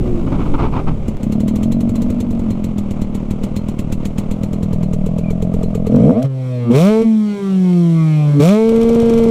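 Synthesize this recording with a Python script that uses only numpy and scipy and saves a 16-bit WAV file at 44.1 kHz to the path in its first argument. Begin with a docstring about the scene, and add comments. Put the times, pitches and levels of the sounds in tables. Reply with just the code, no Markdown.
"""Two-stroke motorcycle idling and revving

A small two-stroke, heard from the rider's helmet, coasts to a stop under a droning hum, tyre roar and rattle.
It idles, firing only every few turns: each firing cracks and thumps, and unfired turns ring the air column.
Three throttle blips in neutral follow, the last into the rev limiter: crank orders plus rasp gated each turn.
Low noise buffets the microphone and fades during the blips, and a low rumble swells again with the rough
burning against the limiter; a squeak of metal whistles once near the end of the idle."""
import sys
import numpy as np
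from scipy import signal
from scipy.fft import rfft, irfft, next_fast_len
from scipy.io import wavfile
from scipy.ndimage import uniform_filter1d, map_coordinates

SR = 44100
rng = np.random.default_rng(int(sys.argv[2]) if len(sys.argv) > 2 else 0)


def convert_level_to_amplitude(level_db):
    """Map a level in decibels to its linear amplitude factor."""
    exponent = np.asarray(level_db, float) / 20
    return 10 ** exponent


def generate_wav(signal):
    """Clip the signal to [-1, 1] and save it as 16-bit WAV at the path in sys.argv[1]."""
    frames = np.transpose(np.atleast_2d(signal))
    scaled = np.clip(frames, -1, 1) * 32767
    pcm = np.round(scaled).astype(np.int16)
    wavfile.write(sys.argv[1], SR, pcm)


N = 410130
T = np.arange(N) / SR  # time of each sample, s

# coasting down: time_s, crank_hz (turns per s), drone_db
COASTING = [(.04, 61.5, -16.5), (.22, 56, -17.5), (.58, 46.5, -21.5), (.81, 40.2, -24), (.95, 36.5, -16.5),
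            (1.05, 33.8, -25)]
# mean idle speed: time_s, crank_hz
IDLING = [(1.23, 33), (1.4, 38), (1.6, 43), (1.75, 46), (2.3, 48), (2.55, 44), (2.8, 40), (3.1, 38.5),
          (4.5, 40), (5.3, 41.5), (5.85, 42.5)]
# speed through the throttle blips: time_s, crank_hz
REVVING = [(5.898, 39), (5.96, 49), (6.031, 60.9), (6.12, 90.1), (6.19, 125), (6.249, 139), (6.31, 132.6),
           (6.501, 126.7), (6.69, 117.3), (6.72, 118.5), (6.761, 135), (6.87, 201), (6.91, 216),
           (6.99, 223), (7.03, 227), (7.29, 206.9), (7.57, 187.7), (7.92, 165.3), (8.22, 149.2),
           (8.37, 143.6), (8.419, 143), (8.49, 185), (8.52, 205), (8.59, 220.5), (8.67, 225), (8.95, 231.7),
           (9.3, 228)]
# throttle blips: throttle_opens_s, charge_catches_s, throttle_shuts_s
BLIPS = [(5.85, 5.907, 6.12), (6.64, 6.705, 7.038), (8.318, 8.401, 9.5)]

# burning under an open throttle: crank_hz, order1_db, order2_db, order3_db, order4_db,
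# upper_orders_db, rasp_db, clatter_db
OPEN_THROTTLE = [(45, -22, -6, -2.5, -4, -36, -54, -28), (86.6, -33, -9.5, -12.5, -26, -49, -51, -25),
                 (116.5, -23, -8.5, -40, -16, -49, -49.5, -21),
                 (131.5, -10, -20, -11.5, -24.5, -28.5, -29, -21),
                 (166.4, -9, -25, -18, -20, -36, -27, -31.5), (187, -7.5, -23, -18.5, -34, -31, -28.5, -40),
                 (206.83, -8.5, -20, -16.5, -37, -31.5, -32, -46),
                 (221.5, -14.5, -12.5, -27, -30, -36.5, -41.5, -47),
                 (226.2, -12.5, -13, -33, -39.5, -39.5, -45.5, -26.5)]
# freewheeling under a shut throttle: same columns
SHUT_THROTTLE = [(116, -18, -23.5, -46, -26, -47.5, -56, -38),
                 (127.4, -19.5, -30.5, -43, -33, -48.5, -52, -41),
                 (135.4, -19, -37, -39, -43, -61, -63.5, -41),
                 (138.5, -11, -31, -31, -28, -46, -47.5, -26.5),
                 (156.4, -11, -26, -44, -39, -43, -46.5, -38.5),
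                 (174, -10, -20.5, -37, -38, -46.5, -46, -38.5),
                 (189, -11.5, -30, -47.5, -45.5, -45.5, -48, -35.5),
                 (197, -19, -24, -51, -48, -45, -47, -37), (199.9, -31, -24.5, -40, -47, -45, -47.5, -37),
                 (204.6, -17.5, -31, -46, -46, -44, -49, -40), (216, -10.5, -39, -45, -50, -51, -49, -41.5),
                 (226.6, -8.5, -29.5, -32, -41, -45, -48, -44)]
# intake honk while it gulps air before the charge catches: level_db of orders 1 to 4
HONK_DB = [-47, -9, -20.5, -31]
# uneven burning, each blow unlike the last: crank_hz, blow_scatter (0-1)
UNEVEN_BURNING = [(45, .2), (75, .06), (115, .06), (130, .1), (150, .1), (170, .02), (222, .02),
                  (229, .035)]
# turns that the rev limiter leaves unfired: time_s
LIMITER_CUTS = [8.723, 8.845, 8.902, 8.959, 9.031, 9.107, 9.197, 9.26]

# turns that fire at idle: time_s, crack_db
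IDLE_FIRINGS = [(1.0809, -35), (1.231, -33.5), (1.322, -31.5), (1.4024, -33.5), (1.48, -29.5),
                (1.5572, -31.5), (1.631, -30.5), (1.7195, -31), (1.8059, -33.5), (1.8921, -36),
                (1.955, -32.5), (2.019, -33), (2.1005, -35), (2.2029, -31), (2.3063, -38), (2.3926, -41),
                (2.5046, -34.5), (2.6413, -32.5), (2.7814, -32.5), (2.9077, -35), (3.0159, -33),
                (3.1483, -32.5), (3.3072, -33.5), (3.4355, -30), (3.563, -29), (3.6849, -34), (3.79, -30),
                (3.923, -28), (4.0529, -28.5), (4.1822, -28), (4.3113, -31.5), (4.4332, -33.5),
                (4.5306, -35.5), (4.6288, -33.5), (4.7299, -34.5), (4.8292, -36), (4.9326, -33.5),
                (5.061, -35.5), (5.183, -35.5), (5.3037, -35.5), (5.4222, -34.5), (5.5378, -36.5),
                (5.631, -35.5), (5.7495, -33.5), (5.8662, -34)]
# sharp firings while revving: time_s, crack_db
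REV_FIRINGS = [(5.9604, -32), (6.227, -27), (6.715, -31), (7.0184, -30), (8.4014, -27.5), (8.6914, -26),
               (8.761, -28.5), (8.813, -27.5), (8.8304, -26), (8.8913, -25), (8.9312, -33.5),
               (8.9482, -26.5), (9.0005, -27), (9.0185, -30.5), (9.0574, -31), (9.0968, -25.5),
               (9.1372, -27.5), (9.1771, -29), (9.1851, -28.5), (9.238, -26.5), (9.2869, -33)]
# casing modes rung by a firing: mode_hz, level_db, t60_s
CASING_MODES = [(2620, -8, .06), (3150, -6, .07), (4150, -2, .11), (6210, -6, .08), (7200, -5, .05)]
# gulp of gas on each unfired idle turn, and on every turn through the first blip; the rings grow as the rider
# turns to the tail pipe: # time_s, level_db, main_ring_hz, main_ring_t60_s, middle_ring_db, upper_ring_db
GULPS = [(1, -30, 214, 0.045, -26, -32), (1.18, -25, 215, .05, -24, -31), (1.22, -1, 207, 0.062, -22, -21),
         (1.7, -1.5, 212, 0.074, -20, -17), (2.2, -8.5, 224.7, 0.2, -17, -16.5),
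         (2.6, -6.5, 199.5, 0.064, -32, -24), (3.4, -8.5, 203, 0.05, -37, -27),
         (4.2, -7, 199, 0.034, -18, -22), (4.8, -6.5, 174.8, 0.088, -13.5, -13),
         (5.86, -5, 189, 0.06, -7.5, -12), (5.93, 1, 239, 0.089, 0.5, -12), (6.1, -4, 229, 0.11, 5, -3.5),
         (6.24, -9, 221, 0.026, -6.5, -5.5)]

# tone of the upper exhaust orders through the pipe: freq_hz, gain_db
PIPE_TONE = [(290, -37), (500, 22), (677, -1.5), (900, -8.5), (1140, -5.5), (1600, -16.5), (1790, -18.5),
             (2220, -11.5), (2780, -19), (3400, -21.5), (4300, -21.5), (5200, -35.5), (6760, -32.5),
             (11400, -120)]
# bright rasp of burning: freq_hz, relative_db
RASP_TONE = [(590, -25), (1000, -1.5), (1290, 12), (1780, -47), (2310, 13), (2750, -0.5), (3270, 7),
             (4890, -5), (5540, 3.5), (6740, -3), (7220, -0.5), (9630, -6.5), (15600, -11)]
# dull hiss of the unburnt charge: freq_hz, relative_db
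OVERRUN_TONE = [(880, -34.5), (1500, -52), (1740, -40), (2160, -1), (2810, -20.5), (3130, -1.5),
                (3660, -11), (4000, -8.5), (4770, -18), (5470, -8), (6650, -15.5), (7550, -11.5),
                (15600, -29)]
# crack of a firing: freq_hz, relative_db
CRACK_TONE = [(590, -5), (1000, 2.5), (1680, -10), (2040, 1.5), (3580, -2.5), (4310, -3), (4890, -10.5),
              (7480, -0.5), (8580, -8.5), (15600, -13)]
# knock of the piston just before a firing: freq_hz, relative_db
KNOCK_TONE = [(700, -24), (1150, 5), (1700, 0), (2200, -4), (3200, -2.5), (4800, -15), (7500, -17.5),
              (15600, -32)]
# orders of the coasting hum: crank_multiple, relative_db
HUM_ORDERS = [(1, -6), (2, 0), (3, -0.5), (4, -1), (5, -0.5), (6, -1), (7, -13.5), (8, -21.5)]
# tyre roar: freq_hz, relative_db
ROAR_TONE = [(30, -9), (60, 2.5), (250, 1), (420, -9.5), (700, -45.5), (1500, -58.5), (9000, -110)]
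# engine clatter: freq_hz, relative_db
CLATTER_TONE = [(70, -31), (140, 8), (300, -5), (345, -6), (420, -3), (600, -6), (760, -13.5),
                (1220, -18.5), (1730, -34), (2200, -26), (3090, -31), (4990, -43.5), (7410, -41.5),
                (15600, -75.5)]
# engine clatter before the blips: time_s, level_db
LOW_SPEED_CLATTER = [(0, -25.5), (.5, -27.5), (1.1, -30.5), (2.2, -30), (4.2, -29.5), (4.9, -32),
                     (5.85, -31.5)]
# rattling bursts as the bike slows: start_s, length_s, level_db
RATTLE_BURSTS = [(0.269, 0.012, -23), (0.322, 0.026, -17.5), (0.387, 0.04, -20.5), (0.457, 0.0092, -21.5),
                 (0.537, 0.0098, -15.5), (0.582, 0.08, -17), (0.726, 0.074, -17.5), (0.871, 0.012, -14.5)]
# rattle: freq_hz, relative_db
RATTLE_TONE = [(180, 10), (300, 11.5), (441, 1), (577, -4), (937, 0.5), (1300, -4.5), (1800, -22),
               (2230, -14.5), (9000, -50), (11700, -76), (19800, -120)]
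# low rumble strength, wind buffeting at first, rough burning against the limiter late on: time_s, level_db
RUMBLE_LEVEL = [(0, -17), (.7, -15), (.96, -22), (4.5, -22.5), (5.5, -22), (5.62, -16), (5.93, -26.5),
                (6.1, -33.5), (6.4, -77), (6.8, -47), (7.03, -35), (7.15, -62.5), (8.33, -56), (8.43, -43),
                (8.6, -41), (8.7, -29.5), (9.3, -23.5)]
# low rumble: freq_hz, relative_db
RUMBLE_TONE = [(4, -10), (10, 0), (18, -5), (35, -12), (70, -18), (150, -27), (400, -43), (900, -70),
               (8000, -72), (14000, -80)]

CATCH_S, SHUT_S = 0.014, 0.04  # how long burning takes to start and to stop
LOW_RING_DB = -8.5  # beside the main ring of a gulp
THUMP_DB, SILENCER_DB = -7.5, -13.5  # parts of an idle firing
PIPE_DB, PING_DB = -0.5, -17  # over the middle ring of the gulps
CUT_DEPTH = 0.78  # share of the blow lost on an unfired turn
CUT_CLATTER_DB, CUT_CLATTER_S = -22.5, 0.0048  # an unfired turn jolts the engine
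BURST_RISE_S, BURST_FALL_DB_PER_S = 0.012, 503
SQUEAK_S, SQUEAK_LENGTH_S, SQUEAK_HZ, SQUEAK_DB = 5.235, 0.081, 2360, -43


def unit(x):
    """Scaled to rms 1."""
    return x / np.sqrt(np.mean(x ** 2) + 1e-20)


def along(points, hz):
    """Reads (Hz, value) points on a log frequency axis."""
    f, v = np.transpose(points)
    return np.interp(np.log(hz + 1), np.log(f + 1), v)


def curves(rows):
    """One value per sample for each column after the time."""
    s, *cols = np.transpose(rows)
    return [np.interp(T, s, c) for c in cols]


def wobble(rate):
    """A smooth random curve, rate knots a second."""
    knots = rng.standard_normal(int(N * rate / SR) + 4)
    return map_coordinates(knots, [T * rate])


def coloured(x, spectrum):
    """x through a (Hz, dB) spectrum, at rms 1."""
    m = next_fast_len(N + 8192)
    gain = convert_level_to_amplitude(along(spectrum, np.fft.rfftfreq(m, 1 / SR)))
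    return unit(irfft(rfft(x, m) * gain, m)[:N])


def noise(spectrum):
    """Steady noise with a (Hz, dB) spectrum, at rms 1."""
    return coloured(rng.standard_normal(N), spectrum)


def ring(t, hz, t60):
    """A damped sine."""
    return convert_level_to_amplitude(-60 * t / t60) * np.sin(2 * np.pi * hz * t)


def add(track, s, sound):
    """Mixes a short sound in at a time."""
    part = track[max(round(s * SR), 0):][:len(sound)]
    part += sound[:len(part)]


def step(s, width):
    """A ramp from 0 to 1 centred on a time."""
    return np.clip((T - s) / width + .5, 0, 1)


def crank(drag=70):
    """Turns of the crank: whole turns lie between firings, each firing kicks it and drag (turns per s2) slows it."""
    speed, = curves([row[:2] for row in [*COASTING, *IDLING, *REVVING]])
    turns = np.cumsum(speed) / SR
    fired = np.transpose(IDLE_FIRINGS)[0]
    free = np.interp(fired, T, turns)
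    whole = np.round(free[0]) + np.cumsum(np.round(np.diff(free, prepend=free[0])))
    after = np.clip(np.searchsorted(fired, T), 1, len(fired) - 1)
    since, until = T - fired[after - 1], fired[after] - T
    kick = drag / 2 * np.clip(since * until, 0, None)
    return speed, turns + np.interp(T, fired, whole - free) + kick


def throttle():
    """Share of burning turns, and the intake's honk from opening until the charge catches."""
    burn = sum(step(catch, CATCH_S) - step(shut, SHUT_S) for _, catch, shut in BLIPS)
    honk = 0
    for opens, catch, _ in BLIPS[1:]:
        swell = step((opens + catch) / 2, catch - opens)
        honk = honk + swell * (1 - step(catch + CATCH_S / 2, CATCH_S))
    return burn, honk


def by_speed(rows, speed):
    """Each column after the first, read at the crank speed."""
    hz, *cols = np.transpose(rows)
    return np.array([np.interp(speed, hz, c) for c in cols])


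def exhaust_note(speed, turns, count=42):
    """Steady firing: strong low orders, upper orders coloured by the pipe, and a rasp gated once a turn."""
    on = T >= REVVING[0][0]
    burn, honk = throttle()
    burning = burn * convert_level_to_amplitude(by_speed(OPEN_THROTTLE, speed))
    idle = (1 - burn) * convert_level_to_amplitude(by_speed(SHUT_THROTTLE, speed))
    # blowdown and mere pumping push in opposite phase, and so does the intake: orders dip as one takes over
    low_gain = (burning[:4] - idle[:4] + honk * convert_level_to_amplitude(HONK_DB)[:, None])[:, on]
    upper_gain, rasp_gain = (burning + idle)[4:6, on]

    angle, hz = 2 * np.pi * turns[on], speed[on]
    lag = 1.356 * (1 - hz / 230)  # the orders fall into step as speed nears the pipe's tuning
    low = sum(np.sqrt(2) * gain * np.cos(k * angle - lag * k * k) for k, gain in enumerate(low_gain, 1))

    # small timing scatter smears the high orders most
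    loose = 1 - .6 * burn[on]
    shake = .026 * loose * wobble(45)[on]
    high, power = 0, 0
    for k in range(5, count):
        pipe_db = along(PIPE_TONE, k * hz)
        flicker_db = 5 * loose * wobble(13)[on]
        high = high + convert_level_to_amplitude(pipe_db + flicker_db) * np.cos(k * (angle + shake) - .3 * k * k)
        power = power + convert_level_to_amplitude(pipe_db) ** 2 * (abs(k * hz - 1850) < 750)
    band = np.sqrt(power / 2 + 1e-9)  # rms of the orders around 1850 Hz
    upper = upper_gain * high / uniform_filter1d(band, size=999)

    miss = 1 - sum(CUT_DEPTH * np.exp(-((T[on] - s) / 0.0023) ** 2) for s in LIMITER_CUTS)
    draws = rng.standard_normal(int(turns[-1]) + 2)  # no two blows alike
    luck = uniform_filter1d(draws[turns[on].astype(int)], size=60)
    scatter = .01 + burn * by_speed(UNEVEN_BURNING, speed)[0]
    blows = miss + scatter[on] * luck

    # a strong rasp is bright and sharply gated
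    blast = np.clip(np.log(rasp_gain / convert_level_to_amplitude(-42.5)) / np.log(convert_level_to_amplitude(17.5)), 0, 1)
    gate = .3 + convert_level_to_amplitude(2.5 * luck) * np.exp(2.5 * (np.cos(angle - 1) - 1))
    bright = blast * unit(gate) * noise(RASP_TONE)[on]
    dull = (1 - blast) * unit(1.1 + gate) * noise(OVERRUN_TONE)[on]
    rasp = rasp_gain * (bright + dull)
    puff = convert_level_to_amplitude(-16) * (1 - miss)  # unburnt charge leaves as a soft push

    fade_in = np.clip((T[on] - REVVING[0][0]) / 0.29, 0, 1)
    out = np.zeros(N)
    out[on] = fade_in * (low * blows + miss * upper) + rasp + puff
    return out


def cracks(rows, t60, casing_db, tone):
    """A firing knocks the engine, then sends a hiss through the tail pipe and rings the casing."""
    knock, hiss, rings = np.zeros((3, N))
    t = T[:SR // 8]
    for s, db in rows:
        add(knock, s - .008, convert_level_to_amplitude(db - 4 - 60 * t / 0.035) * (1 - np.exp(-t / 0.003)))
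        add(hiss, s - .001, convert_level_to_amplitude(db - 60 * t / t60) * (1 - np.exp(-t / 0.0012)))
        modes = sum(convert_level_to_amplitude(level + rng.normal(0, 6)) * ring(t, hz * rng.normal(1, .015), life)
                    for hz, level, life in CASING_MODES)
        add(rings, s, convert_level_to_amplitude(db + casing_db) * modes * (1 - np.exp(-t / .006)))
    return knock * noise(KNOCK_TONE) + hiss * noise(tone) + rings


def thumps():
    """The pressure front leaves the pipe just after the crack; air column, pipe and silencer ring on."""
    out, t = np.zeros(N), T[:SR // 10]
    _, ring_hz, _, pipe_db, _ = curves(GULPS)
    for s, _ in IDLE_FIRINGS:
        size, low = rng.standard_normal(2)
        i = round(s * SR)
        front = ring(t, ring_hz[i], 0.08) + .5 * np.exp(-((t - .0016) / 0.00054) ** 2)
        silencer = convert_level_to_amplitude(SILENCER_DB + 2 * low) * ring(t, 100.7, 0.099)
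        pipe = convert_level_to_amplitude(PIPE_DB + pipe_db[i]) * ring(t, 435, 0.05)
        thump = convert_level_to_amplitude(THUMP_DB + 0.74 * size) * front + silencer + pipe
        add(out, s + 0.00266, thump * (1 - np.exp(-t / 0.00084)))
        ping = convert_level_to_amplitude(PING_DB + pipe_db[i]) * ring(t, 1211, 0.043)
        add(out, s - .008, ping * (1 - np.exp(-t / 0.0065)))
    return out


def gulps(turns):
    """Each unfired idle turn a port opens and the air column rings briefly; through the first blip the same
    gulp sounds on every turn."""
    level_db, ring_hz, t60, middle_db, upper_db = curves(GULPS)
    out, t = np.zeros(N), T[:SR // 16]
    starts = np.flatnonzero(np.diff(np.floor(turns[T < GULPS[-1][0]] - .19)) > 0)
    fired = np.transpose(IDLE_FIRINGS)[0] + .006
    for i in starts:
        if T[i] <= GULPS[0][0] or np.min(np.abs(fired - T[i])) <= .009:
            continue
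        size, middle, upper, pitch = rng.standard_normal(4)
        middle_ring = convert_level_to_amplitude(middle_db[i] + 1.2 * middle) * ring(t, 470 + 12 * upper, .03)
        upper_ring = convert_level_to_amplitude(upper_db[i] + 1.2 * upper) * ring(t, 630 + 12 * pitch, .045)
        column = ring(t, ring_hz[i], t60[i]) + convert_level_to_amplitude(LOW_RING_DB) * ring(t, 150.4, 0.073)
        gain = convert_level_to_amplitude(level_db[i] + .7 * size)
        add(out, T[i], gain * column * (1 - np.exp(-(t / 0.0027) ** 2)))
        add(out, T[i] - .0015, gain * (middle_ring + upper_ring) * (1 - np.exp(-(t / 0.0032) ** 2)))
    return out


def drone(turns):
    """With the throttle shut and the wheel driving the engine, low orders hum unsteadily over tyre roar."""
    level_db = np.where(T < COASTING[-1][0] + .12, curves(COASTING)[1], -99)
    hum = unit(sum(convert_level_to_amplitude(db + 4 * wobble(5.7)) * np.cos(k * (2 * np.pi * turns - 0.402 * k))
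                   for k, db in HUM_ORDERS))
    roar = convert_level_to_amplitude(2.5 * wobble(15)) * noise(ROAR_TONE)
    return convert_level_to_amplitude(level_db) * (.8 * hum + .6 * roar)


def clatter(speed, turns):
    """Piston, gears and fins: dull noise that throbs with the crank."""
    burn, _ = throttle()
    revving = burn * convert_level_to_amplitude(by_speed(OPEN_THROTTLE, speed)[6])
    revving += (1 - burn) * convert_level_to_amplitude(by_speed(SHUT_THROTTLE, speed)[6])
    revving += sum(convert_level_to_amplitude(CUT_CLATTER_DB) * np.exp(-((T - s) / CUT_CLATTER_S) ** 2) for s in LIMITER_CUTS)
    level = np.where(T < REVVING[0][0], convert_level_to_amplitude(curves(LOW_SPEED_CLATTER)[0]), revving)
    throb = 1 + .25 * np.cos(2 * np.pi * turns - 2.2)
    return level * convert_level_to_amplitude(1.4 * wobble(28)) * throb * noise(CLATTER_TONE)


def rattle():
    """Clumped short knocks: noise with a fast random level, let through in bursts."""
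    level = 0
    for s, length, db in RATTLE_BURSTS:
        fall_db = BURST_FALL_DB_PER_S * np.clip(T - s - length, 0, None)
        level = level + step(s, BURST_RISE_S) * convert_level_to_amplitude(db - fall_db)
    knocks = rng.standard_normal(N) * convert_level_to_amplitude(1.5 * wobble(70) + 2 * wobble(300))
    return level * coloured(knocks, RATTLE_TONE)


def squeak():
    """A brief wavering whistle of rubbing metal."""
    shape = step(SQUEAK_S, .015) - step(SQUEAK_S + SQUEAK_LENGTH_S, .015)
    phase = 2 * np.pi * np.cumsum(SQUEAK_HZ + 60 * wobble(120)) / SR
    return convert_level_to_amplitude(SQUEAK_DB + 4 * wobble(150)) * shape * np.sin(phase)


def low_rumble():
    """Lumpy low rumble: low noise with a slow random swell, wind buffeting the microphone at first and rough
    burning against the rev limiter at the end."""
    lumps = unit(convert_level_to_amplitude(1.1 * wobble(7.2)) * noise(RUMBLE_TONE))
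    return convert_level_to_amplitude(curves(RUMBLE_LEVEL)[0]) * lumps


def scene():
    """Engine, rattle, squeak and low rumble at one microphone."""
    speed, turns = crank()
    idle_cracks = cracks(IDLE_FIRINGS, 0.077, -12.5, CRACK_TONE)
    rev_cracks = cracks(REV_FIRINGS, 0.032, -38, RASP_TONE)
    engine = exhaust_note(speed, turns) + idle_cracks + rev_cracks + thumps() + gulps(turns)
    engine += drone(turns) + clatter(speed, turns)
    return (engine + rattle() + squeak() + low_rumble())[None]


def roll_off(x):
    """The treble ends steeply here."""
    return signal.sosfilt(signal.butter(12, 15750, fs=SR, output="sos"), x)


def record(dry):
    """Peaks are rounded off softly, then the top above 15.6 kHz is cut."""
    soft = dry / (1 + np.abs(dry / .97) ** 6) ** (1 / 6)
    low_pass = signal.butter(16, 15600, fs=SR, output='sos')
    mix = signal.sosfiltfilt(low_pass, soft)
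    return roll_off(mix)


dry = scene()
out = record(dry)
generate_wav(out)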